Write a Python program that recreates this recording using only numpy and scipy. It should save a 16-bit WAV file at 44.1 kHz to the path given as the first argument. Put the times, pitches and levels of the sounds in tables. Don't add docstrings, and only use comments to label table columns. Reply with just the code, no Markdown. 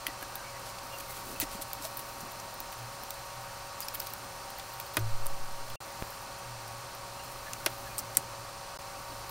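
import sys
import numpy as np
from scipy import signal
from scipy.fft import rfft, irfft, next_fast_len
from scipy.io import wavfile
from scipy.ndimage import uniform_filter1d, map_coordinates

SR = 44100
rng = np.random.default_rng(int(sys.argv[2]) if len(sys.argv) > 2 else 0)


def int16_out(signal):
    q = np.round(np.clip(np.atleast_2d(signal).T, -1, 1) * 32767)
    wavfile.write(sys.argv[1], SR, q.astype(np.int16))


def boost(x):
    u = np.asarray(x, float) / 20
    return 10 ** u


N = 410130
T = np.arange(N) / SR


def unit(x):
    return x / np.sqrt(np.mean(x ** 2) + 1e-20)


def along(points, hz):
    f, v = np.transpose(points)
    return np.interp(np.log(hz + 1), np.log(f + 1), v)


def wobble(rate):
    coarse = T[::32]
    knots = rng.standard_normal(int(N * rate / SR) + 4)
    return np.interp(T, coarse, map_coordinates(knots, [coarse * rate]))


def bumps(rows):
    coarse = T[::32]
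    level = sum(db * np.exp(-((coarse - s) / half) ** 2) for s, db, half in rows)
    return np.interp(T, coarse, level)


def filtered(x, response):
    m = next_fast_len(x.shape[-1] + 4096)
    return irfft(rfft(x, m) * response(np.fft.rfftfreq(m, 1 / SR)), m)[..., :x.shape[-1]]


def peak(hz, width_hz):
    return lambda f: 1j * f * width_hz / (hz * hz - f * f + 1j * f * width_hz + 1e-9)


def noise(response):
    return unit(filtered(rng.standard_normal(N), response))


def decay(t, t60):
    return boost(-60 * t / t60)


def sine(hz, t):
    return np.sin(2 * np.pi * hz * t)


def add(track, s, sound):
    spot = track[round(s * SR):][:len(sound)]
    spot += sound[:len(spot)]


# (time [s], level [dB], snap [Hz], plastic body re snap [dB], body [Hz])
CLICKS = [(1.4008, -12.5, 14200, -19, 2800), (1.43, -35.5, 9200, 4, 2000),
          (1.7325, -17.5, 13800, -24, 3600), (2.6035, -21.5, 14700, -21, 5500),
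          (3.0358, -28, 14000, -14, 4900), (3.1066, -22.5, 14700, -13, 5570),
          (3.8052, -20, 13000, -17, 6500), (4.0022, -19, 14200, -16, 5200), (4.1363, -24, 13400, -24, 3400),
          (4.8006, -21, 14100, -18, 3500), (4.9691, -13.5, 10900, -15, 5000),
          (5.2675, -20.5, 9600, -29, 2200), (5.702, -31.5, 15000, -7.5, 3100),
          (7.534, -21.5, 6100, -13, 6500), (7.6618, -14, 10200, -9, 5170), (7.9821, -20, 8400, -24, 6400),
          (8.1503, -31, 11000, -6, 4800), (8.1706, -4, 8200, -23, 5300)]
# (time [s], level [dB], snap [Hz], body re snap [dB], body [Hz])
RASPS = [(0.0671, -27, 12000, -16, 2500), (0.3548, -28, 13400, -11, 4300), (1.406, -36, 14500, -13, 6100),
         (1.62, -29.5, 10600, -7, 6500), (1.971, -26.5, 13100, -21, 1700), (2.0028, -35, 14400, -18, 1400),
         (2.2052, -36, 5900, -14, 1700), (2.2116, -38, 13300, -16, 5400), (3.9398, -36, 12900, -7, 1300),
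         (3.9444, -37, 13700, -20, 4500), (3.9528, -30, 13600, -6, 3300), (8.1847, -38, 8900, -6, 6000)]
# (time [s], level [dB], snap [Hz], body [Hz])
NUDGES = [(0.2258, -32, 11400, 1900), (0.7855, -37, 4700, 3170), (0.9852, -34, 12800, 10000),
          (1.005, -34, 12000, 2000), (1.4156, -28, 5500, 2000), (1.436, -36, 4700, 5600),
          (1.823, -36, 8000, 5700), (1.8469, -38, 12100, 900), (1.8512, -30.5, 9000, 4300),
          (2.0907, -42, 6200, 1700), (2.399, -36, 5800, 5500), (2.726, -37.5, 9000, 1900),
          (3.8186, -41, 12200, 4800), (3.8286, -43, 5200, 4900), (3.8842, -31, 13000, 5370),
          (3.948, -34, 14300, 5100), (3.9983, -31, 14400, 12000), (4.016, -37, 14200, 1500),
          (4.0228, -37, 14100, 4000), (4.07, -31, 13400, 4700), (4.0738, -42, 5000, 5000),
          (4.5965, -34.5, 4000, 3100), (4.9908, -34, 14500, 1000), (5.2592, -32.5, 13700, 900),
          (7.988, -27, 14000, 9000)]
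# (time [s], level [dB], snap [Hz])
FLICKS = [(0.2104, -37, 12700), (0.5967, -36, 10100), (1.1255, -32, 14800), (1.1688, -38, 9600),
          (1.2534, -36, 7500), (1.6257, -35, 10300), (1.8712, -33, 13400), (1.9933, -27, 10000),
          (2.318, -32, 13500), (2.541, -32, 13900), (2.72, -35, 14400), (2.739, -37, 14700),
          (3.1421, -37, 9550), (3.814, -37, 13200), (4.1029, -32, 14600), (4.5032, -34, 14000),
          (4.5854, -29, 14000), (4.7385, -33, 13100), (4.8126, -35, 14700), (4.8654, -34, 14200),
          (4.9389, -33, 14600), (4.9442, -31, 14600), (6.1046, -34, 11900), (6.9495, -33, 13800),
          (7.6025, -39, 7900), (9.2943, -29.5, 12800), (2.78, -38, 14500), (2.79, -36, 14500),
          (8.1708, -22, 12700)]


def contacts():
    clicks = [(s, db, hz, body_db, -21, body_hz) for s, db, hz, body_db, body_hz in CLICKS]
    rasps = [(s, db, hz, body_db, -5, body_hz) for s, db, hz, body_db, body_hz in RASPS]
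    nudges = [(s, db, hz, -3.5, -8, body_hz) for s, db, hz, body_hz in NUDGES]
    flicks = [(s, db, hz, -13, -13, 4000) for s, db, hz in FLICKS]
    return clicks + rasps + nudges + flicks


# (centre [Hz], width [Hz], level [dB])
PANEL = [(650, 360, -3), (1300, 1050, -5), (2500, 230, -12), (4500, 2800, -13), (6000, 720, -44)]


def ticks():
    out, t = np.zeros(N), np.arange(1600) / SR

    def panel(f):
        return sum((-1) ** k * boost(db) * peak(c, w)(f) for k, (c, w, db) in enumerate(PANEL))

    def echo(f):
        return 1 + 0.1 * np.exp(-2j * np.pi * f * 0.0027)

    for s, db, hz, body_db, ring_db, body_hz in contacts():
        def bright(f):
            high = peak(hz, .33 * hz)(f) - 0.22 * peak(14000, 8000)(f)
            return high * peak(12000, 22000)(f) + 0.22 * peak(4500, 5000)(f)

        blow_noise, ring_noise, body_noise = rng.standard_normal((3, len(t)))
        blow = (0.12 * blow_noise + (t == 0)) * decay(t, 0.0018)
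        snap = filtered(blow, lambda f: bright(f) * echo(f))
        two_slopes = decay(t, 0.022) + 0.2 * decay(t, 0.094)
        ring = filtered(ring_noise, bright) * two_slopes * (t > .0008)
        swell = 1 - np.exp(-t / 0.00014)
        body = filtered(body_noise * swell * decay(t, 0.024),
                        lambda f: panel(f) + peak(body_hz, .4 * body_hz)(f))
        sound = 0.96 * snap / np.abs(snap).max() + boost(ring_db + 5.5) * ring
        sound = sound + boost(body_db - 1) * body / np.abs(body).max()
        add(out, s - .0002, boost(db + 4.5) * sound)
    return out


RINGS = {.0668: [(2010, -28, 0.024), (2720, -24.5, 0.014), (3120, -25, 0.014), (9950, -23, 0.012),
         (12000, -31, .012)], .0812: [(1985, -43, .03), (2900, -36, .012)], 1.4006: [(7850, -24, .009),
         (14200, -26, .014), (12000, -26, .006), (3100, -34, 0.013)], 1.4095: [(13500, -32, .005),
         (10000, -34, .005)], 1.4165: [(2000, -37, 0.081), (2930, -36, .03), (4300, -32, 0.022),
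         (7600, -38, .012)], 1.4195: [(5900, -32, .03), (9640, -34, .04)], 3.8846: [(5400, -27, .012)],
         4.9696: [(365, -36.5, 0.2), (610, -31.5, 0.06), (8500, -21, .005), (4400, -29, .016),
         (1000, -29, 0.044), (1230, -27, .055), (1490, -26, 0.041), (1960, -29, 0.028), (2490, -26, 0.041),
         (3480, -33, .03), (5000, -27, 0.02)], 7.195: [(2790, -45, 0.1)], 7.6631: [(633, -28, .045),
         (1257, -35, 0.035), (1640, -29, .03), (2100, -26, 0.026), (2500, -24, 0.028), (4650, -24, 0.0076),
         (5600, -24, .011), (9840, -28, .016), (3300, -32, 0.012), (6200, -31, .014), (14300, -32, .016)],
         7.6618: [(14300, -18, .005), (4300, -30, .006), (2710, -21, 0.0072)], 7.9817: [(8400, -15, 0.005),
         (13000, -27, .008)], 7.9885: [(8060, -21, .008), (14000, -31, .008)],
         7.9912: [(5300, -25.5, .012)], 8.1706: [(14500, -17, .003), (12700, -9, .004), (4300, -34, 0.0051),
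         (2000, -32, 0.026), (7320, -26, .014), (293, -36.5, 0.069), (137, -40, 0.098)]}
MORE_RINGS = {.0669: [(2400, -24, 0.0095), (12600, -28, .008), (5900, -32, .01)], .3552: [(3850, -35, .015)],
              1.1072: [(11600, -40, .008), (14500, -40, .006)], 1.1685: [(9700, -38, .008),
              (7000, -42, .006)], 1.361: [(2620, -40, .05)], 1.4063: [(14500, -30, .005), (10200, -33, .006)],
              3.1068: [(7600, -30, .01), (9600, -30, .006), (14800, -27, .006)], 3.1285: [(13000, -40, .005)],
              3.8052: [(8200, -27, .004)], 3.883: [(13000, -34, .012)], 3.944: [(13700, -33, .03)],
              3.9981: [(15000, -27, .003), (5000, -34, .003)], 3.9482: [(9200, -28, .005),
              (11800, -31, .005)], 3.953: [(14000, -28, .006), (11000, -30, .005)], 4.969: [(8000, -20, .003),
              (12500, -23, .003)], 4.992: [(14000, -34, .012)], 4.996: [(6100, -34, .01)],
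              7.662: [(10600, -20, .006)], 7.6635: [(5800, -22, .006)], 7.668: [(2400, -32, .01),
              (600, -34, .01)], 7.984: [(8600, -23, .005)], 7.9905: [(15500, -22, .008), (12400, -30, .008)],
              7.9932: [(5900, -27, .009)], 8.1707: [(6200, -16, .004)], 8.172: [(8650, -18, .008)],
              8.179: [(6500, -33, .006)], 8.197: [(6500, -38, .004)]}
TINTS = {1.7326: [(7100, -31, .008)], 1.971: [(8300, -36, .014)], 1.9935: [(13000, -36, .008)],
         2.091: [(13500, -36, .004)], 3.884: [(2500, -37, .014), (3800, -39, .012)],
         4.0012: [(5100, -27, 0.013), (8400, -25, 0.0088), (14300, -28, .008)],
         4.0155: [(14500, -31, .005)], 4.068: [(12600, -34, .015)], 4.1362: [(7900, -33, .008),
         (5400, -34, .008), (13800, -26, .008)], 4.8007: [(7800, -36, .008)], 4.9689: [(3700, -22, .004),
         (1500, -24, .005)], 5.2675: [(13800, -26, .007)], 7.6617: [(1500, -22, .006), (7600, -25, 0.0037),
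         (3700, -18, .004)], 7.989: [(1200, -33, .02)], 8.1705: [(8400, -9, .004), (5500, -14, .003)],
         8.7891: [(4700, -35, .005), (15200, -36, .004)], 2.399: [(5900, -36, .012)],
         2.6036: [(14700, -29, .008)], 7.973: [(12000, -37, .006)], 7.6632: [(800, -28, .03)],
         4.97: [(2100, -29.5, .02), (432, -35, 0.063)]}


def rings():
    out, t = np.zeros(N), np.arange(6000) / SR
    rise = 1 - np.exp(-t / 0.00026)
    for s, modes in [*RINGS.items(), *MORE_RINGS.items(), *TINTS.items()]:
        ringing = sum(boost(db) * decay(t, t60) * sine(hz, t) for hz, db, t60 in modes)
        add(out, s, rise * ringing)
    return out


# (time [s], level [dB], low-cut corner [Hz], treble corner / 5.1 [Hz], t60 [s])
KNOCKS = [
    (.067, -32, 5000, 900, 0.015),
    (0.08, -39, 1200, 800, .015),
    (4.9692, -29, 600, 1790, 0.034),
    (7.5332, -35, 2000, 5000, 0.014),
    (7.663, -30.5, 604, 2100, 0.044),
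    (8.171, -38, 2200, 2500, 0.011),
]


def knocks():
    out, t = np.zeros(N), np.arange(2500) / SR
    rise = 1 - np.exp(-t / 0.00032)
    for s, db, low_hz, high_hz, t60 in KNOCKS:
        def band(f):
            highpass = (1j * f / (low_hz + 1j * f)) ** 2
            return highpass * (2.2 * high_hz / (5.1 * high_hz + 1j * f)) ** 3

        burst = filtered(rng.standard_normal(len(t)), band)
        dull = filtered(burst, lambda f: 1500 / (1500 + 1j * f))
        slow_tail = 0.9 * unit(dull) * boost(-35 * t / t60)
        add(out, s, boost(db) * (unit(burst) * decay(t, t60) + slow_tail) * rise)
    return out


# (time [s], level [dB], thud [Hz], t60 [s])
TAPS = [(.082, -35.5, 303, .06), (.226, -40, 302, 0.058), (1.4262, -26.5, 300, 0.052),
        (1.55, -33, 200, 0.049), (1.8, -38, 290, 0.048), (2.23, -27, 212, 0.022), (2.6, -44, 298, .05),
        (4.97, -29, 313, 0.096), (7.664, -24, 340, 0.029), (8.171, -32, 226, 0.033), (1.406, -40, 80, .08),
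        (1.59, -37, 308, .05), (3.029, -42, 220, 0.056), (9.24, -42, 346, 0.045)]


def taps():
    out, t = np.zeros(N), np.arange(SR) / SR
    rise = 1 - np.exp(-t / 0.0019)
    for s, db, hz, t60 in TAPS:
        thud = sine(hz, t) + 0.33 * sine(2.1 * hz, t) + 0.12 * sine(0.52 * hz, t)
        add(out, s, boost(db) * decay(t, t60) * rise * thud)
    return out


# (mode [Hz], level [dB], t60 [s])
STAND = [(53.8, -6.5, 0.44), (108.8, 3, 0.57)]


def stand():
    out, t = np.zeros(N), np.arange(SR) / SR
    hum = sum(boost(db) * decay(t, t60) * sine(hz, t) for hz, db, t60 in STAND)
    add(out, 4.972, boost(-25.0) * (1 - np.exp(-t / 0.039)) * hum)
    swing = 2 * np.pi * 5.2 * (t - .172)
    sway = np.cos(swing) + 0.17 * np.cos(2.32 * swing) + 0.12 * np.cos(3.9 * swing)
    build_up = 1 - np.exp(-(t / 0.17) ** 2)
    add(out, 4.972, boost(-13.5) * decay(t, 1.76) * build_up * sway * (t < .8))
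    return out


def pop():
    out, t = np.zeros(N), np.arange(900) / SR
    away = np.abs(t - .004)
    recoil = 0.12 * np.exp(-away / 0.013) * (t > .004)
    spike = np.exp(-away / .0001) + 0.25 * np.exp(-away / .0012) - recoil
    add(out, 6.0203, -boost(-17.0) * spike)
    return out


# (time [s], level [dB], centre [Hz], length [s])
SCRAPES = [(0.651, -47, 4940, 0.067), (0.999, -42, 9000, .012), (1.092, -43.5, 12000, 0.038),
           (1.13, -47.5, 6000, 0.095), (1.256, -48, 7000, 0.14), (1.404, -32, 13000, 0.013),
           (1.411, -34, 4500, 0.028), (1.505, -45.5, 4940, 0.067), (1.611, -39.5, 9100, 0.023),
           (1.828, -41, 7000, 0.045), (3.805, -41, 12000, 0.032), (3.881, -41, 13000, .009),
           (3.943, -40, 12000, .013), (4.062, -44, 11000, 0.011), (6.38, -50, 13000, .015),
           (6.675, -47, 11000, .015), (7.23, -48.5, 11000, .03), (7.313, -49, 13000, .02),
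           (7.979, -38, 12000, 0.027)]


def scrapes():
    out = np.zeros(N)
    for s, db, hz, length in SCRAPES:
        u = np.arange(4000) / SR / length
        grains = np.repeat(rng.standard_normal(200), 20)
        grit = rng.standard_normal(4000) * boost(3.1 * grains)
        stroke = np.clip(8 * u, 0, 1) * np.exp(-np.clip(u, 0, 3) ** 4)
        add(out, s, boost(db) * stroke * unit(filtered(grit, peak(hz, 2.3 * hz))))
    return out


# (time [s], level [dB], pitch [Hz], length [s])
SQUEAKS = [(0.076, -45, 1950, 0.044), (0.215, -43.5, 1714, 0.032), (0.282, -48, 1636, 0.21),
           (.425, -47, 2300, 0.096), (0.522, -48, 2010, 0.075), (0.909, -43, 2810, 0.067),
           (1.065, -49, 2130, 0.069), (1.843, -39, 650, 0.024), (3.818, -40, 4900, .024),
           (3.84, -43, 10300, 0.022), (4.575, -48, 2000, 0.025), (7.454, -41, 1710, 0.049),
           (7.853, -44, 1680, 0.035), (7.88, -50, 2480, .06)]


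def squeaks():
    out, t = np.zeros(N), np.arange(8000) / SR
    sag = .3
    for s, db, hz, length in SQUEAKS:
        slip = np.cumsum(rng.normal(0, .0015 * hz ** .5, 8000))
        grip = 1 + .7 * np.cos(4 * slip)
        swell = np.sin(np.pi * np.clip(t / length, 0, 1))
        tone = np.sin(2 * np.pi * hz * t * (1 - sag * t / 2) + slip)
        add(out, s, boost(db - 2.0) * grip * swell * tone)
    return out


# (time [s], glove rustle level [dB])
HANDS = [(0.0, -54), (0.7, -56), (1.03, -49), (1.42, -49), (1.6, -53), (1.94, -48.5), (2.67, -55.5),
         (3.03, -53), (3.75, -56), (3.96, -50), (4.3, -54), (5.7, -54), (6.14, -50.5), (6.37, -57),
         (7.07, -56), (7.72, -49), (8.6, -59.5), (9.3, -52)]
# (time [s], rub level change [dB], half-length [s])
RUBS = [
    (1.33, 6.5, 0.09),
    (4.7, -16, .15),
    (8.25, 7.5, 0.15),
    (3.46, -14, 0.37),
]


def gloves():
    rustle_db = np.interp(T, *np.transpose(HANDS))
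    rub_db = -59.5 + 0.91 * (rustle_db + 55) + bumps(RUBS)
    crackle_db = np.clip(2.8 * wobble(330) + 1.2 * wobble(37), -9, 5.5)
    crackle = rng.standard_normal(N) * boost(crackle_db)

    def rubber(f):
        return peak(14000, 9000)(f) * peak(11000, 16000)(f) + 0.065 * peak(3500, 4500)(f)

    rustle = unit(filtered(crackle, rubber))
    rub = boost(4.1 * wobble(25)) * noise(lambda f: peak(270, 300)(f) ** 2)
    return boost(rustle_db - 3.5) * rustle + boost(rub_db - 6) * rub


# (frequency [Hz], density [dB per Hz])
FAN = [(130, -14.5), (250, -23), (440, -20), (540, -12.5), (1000, -12), (1400, -14.5), (1950, -20),
       (2600, -19.5), (3400, -23), (6000, -24.5), (8000, -28.5), (10000, -29.5), (12500, -34.5),
       (15800, -34)]
# (centre [Hz], width [Hz], level [dB])
DUCT = [(182, 12, 3.5), (784, 26, 9.5), (900, 16, -2), (1200, 180, 4.5), (4210, 147, 13), (4630, 125, 13),
        (5270, 150, 6.5), (5830, 250, 8), (6340, 210, 0), (7350, 450, 7), (8650, 300, 15.5),
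        (9450, 350, 10.5), (12700, 200, 14), (14700, 250, 11)]


def fan_air():
    def housing(f):
        return np.sqrt(1 + sum(boost(db) * np.abs(peak(c, w)(f)) ** 2 for c, w, db in DUCT))

    air = noise(lambda f: boost(along(FAN, f)) * housing(f) * (f > 120))
    return boost(-45.0 + 0.059 * wobble(9.5)) * air


WHINE = {2: -67, 3: -55, 5: -54, 6: -57, 8: -64, 10: -67, 12: -73, 14: -68, 21: -72, 22: -66.5, 25: -68.5,
         28: -68.5, 31: -86, 36: -71, 45: -80}
SECOND_MOTOR = {1: -71, 2: -67, 3: -60.5, 20: -68}


def fan_tones():
    shaft = 186.4 * np.cumsum(1 + 0.000483 * wobble(3)) / SR
    second_shaft = 259.9 * np.cumsum(1 + 0.00293 * wobble(6)) / SR

    def tone(db, turns):
        return boost(db + 3 + 1.28 * wobble(9)) * np.sin(2 * np.pi * (turns + rng.random()))

    whine = sum(tone(db, k * shaft) for k, db in WHINE.items())
    return whine + sum(tone(db, k * second_shaft) for k, db in SECOND_MOTOR.items())


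# (time [s], level re steady [dB], half-length [s])
SURGES = [(1.75, -4, 0.26), (2.68, -11, 0.096), (2.84, 15, 0.067), (3.08, -7, .1), (3.38, 9, 0.041),
          (4.6, -16, 0.084), (4.78, 6, 0.076), (5.08, -3, 0.15), (5.3, 3.5, 0.28), (5.72, 11, .04),
          (6.27, -4.5, 0.18), (6.5, 10.5, 0.11), (6.75, 8, 0.21), (6.92, -14, 0.043), (7.0, 3.5, .08),
          (7.45, -2, .1), (7.7, 5.5, 0.22), (8.2, 6.5, 0.29), (9.17, 5.5, 0.095)]


def fan_hum():
    turns = np.cumsum(117 + 2.38 * wobble(10)) / SR
    hum = boost(-56 + bumps(SURGES) + 1.6 * wobble(14)) * np.sin(2 * np.pi * turns)
    return hum + boost(-64.5) * noise(lambda f: peak(104, 26)(f) ** 2)


# (time [s], rumble level change [dB], half-length [s])
SHAKES = [
    (1.45, 5.5, 0.31),
    (5.2, 4, .2),
    (7.8, 5, .3),
    (9.15, 4, 0.23),
]


def stand_rumble():
    return boost(-58 + bumps(SHAKES)) * noise(lambda f: peak(30, 60)(f) * peak(25, 90)(f))


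def scene():
    handling = ticks() + rings() + knocks() + taps() + stand() + pop()
    friction = scrapes() + squeaks() + gloves()
    mono = handling + friction + fan_air() + fan_tones() + fan_hum() + stand_rumble()
    return np.array([mono, mono])


# (from [s], to [s])
SILENCES = [
    (5.7588, 5.8042),
    (8.7745, 8.789),
]


def silence_gate():
    gates = [np.clip(np.maximum((start - T) / .0007, (T - end) / .00015), 0, 1) for start, end in SILENCES]
    return np.prod(gates, axis=0)


# (pitch [Hz], level [dB], t60 [s], length [s])
LINGERING_TONE = (2750, -58, .1, .022)


def lingering_tone():
    hz, db, t60, length = LINGERING_TONE
    t = T[:round(length * SR)]
    return boost(db) * decay(t, t60) * np.cos(np.pi / 2 * t / length) * sine(hz, t)


# (frequency [Hz], side re mid [dB])
SIDE_DB = [(60, -25), (110, -29), (200, -25), (380, -23.5), (700, -31), (1290, -36.5), (2380, -22.5),
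           (4400, -23.5), (8120, -18.5), (15000, -14)]


def side_trace(mid):
    hz, _, z = signal.stft(mid, SR, nperseg=256)
    size = np.minimum(np.abs(z), np.median(np.abs(z), axis=1, keepdims=True))
    z = size * np.exp(2j * np.pi * rng.random(z.shape)) * boost(along(SIDE_DB, hz) + 5.0)[:, None]
    patches = uniform_filter1d(rng.standard_normal(z.shape), size=3, axis=0)
    patches = uniform_filter1d(patches, size=14, axis=1)
    z = z * boost(3.7 * unit(patches))
    return boost(1.4 * wobble(24)) * signal.istft(z, SR, nperseg=256)[1][:N]


def top_cut(x):
    return signal.sosfilt(signal.butter(12, 16980, fs=SR, output="sos"), x)


def record(dry):
    edge_hz, top_hz = 15770, 16950
    mid = dry[0] / (1 + np.abs(dry[0] / .95) ** 4) ** (1 / 4)
    gate = silence_gate()
    mid = mid * gate
    top = filtered(mid, lambda f: (f >= edge_hz) * (f < top_hz) * boost(-(f - edge_hz) / 45))
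    loud = uniform_filter1d(top ** 2, size=300) > boost(-117)
    mid = filtered(mid, lambda f: f < edge_hz) + top * uniform_filter1d(1. * loud, size=200)
    mid = mid * gate
    add(mid, SILENCES[0][0], lingering_tone())
    side = filtered(side_trace(mid), lambda f: f < edge_hz)
    return top_cut(np.array([mid + side, mid - side]))


dry = scene()
out = record(dry)
int16_out(out)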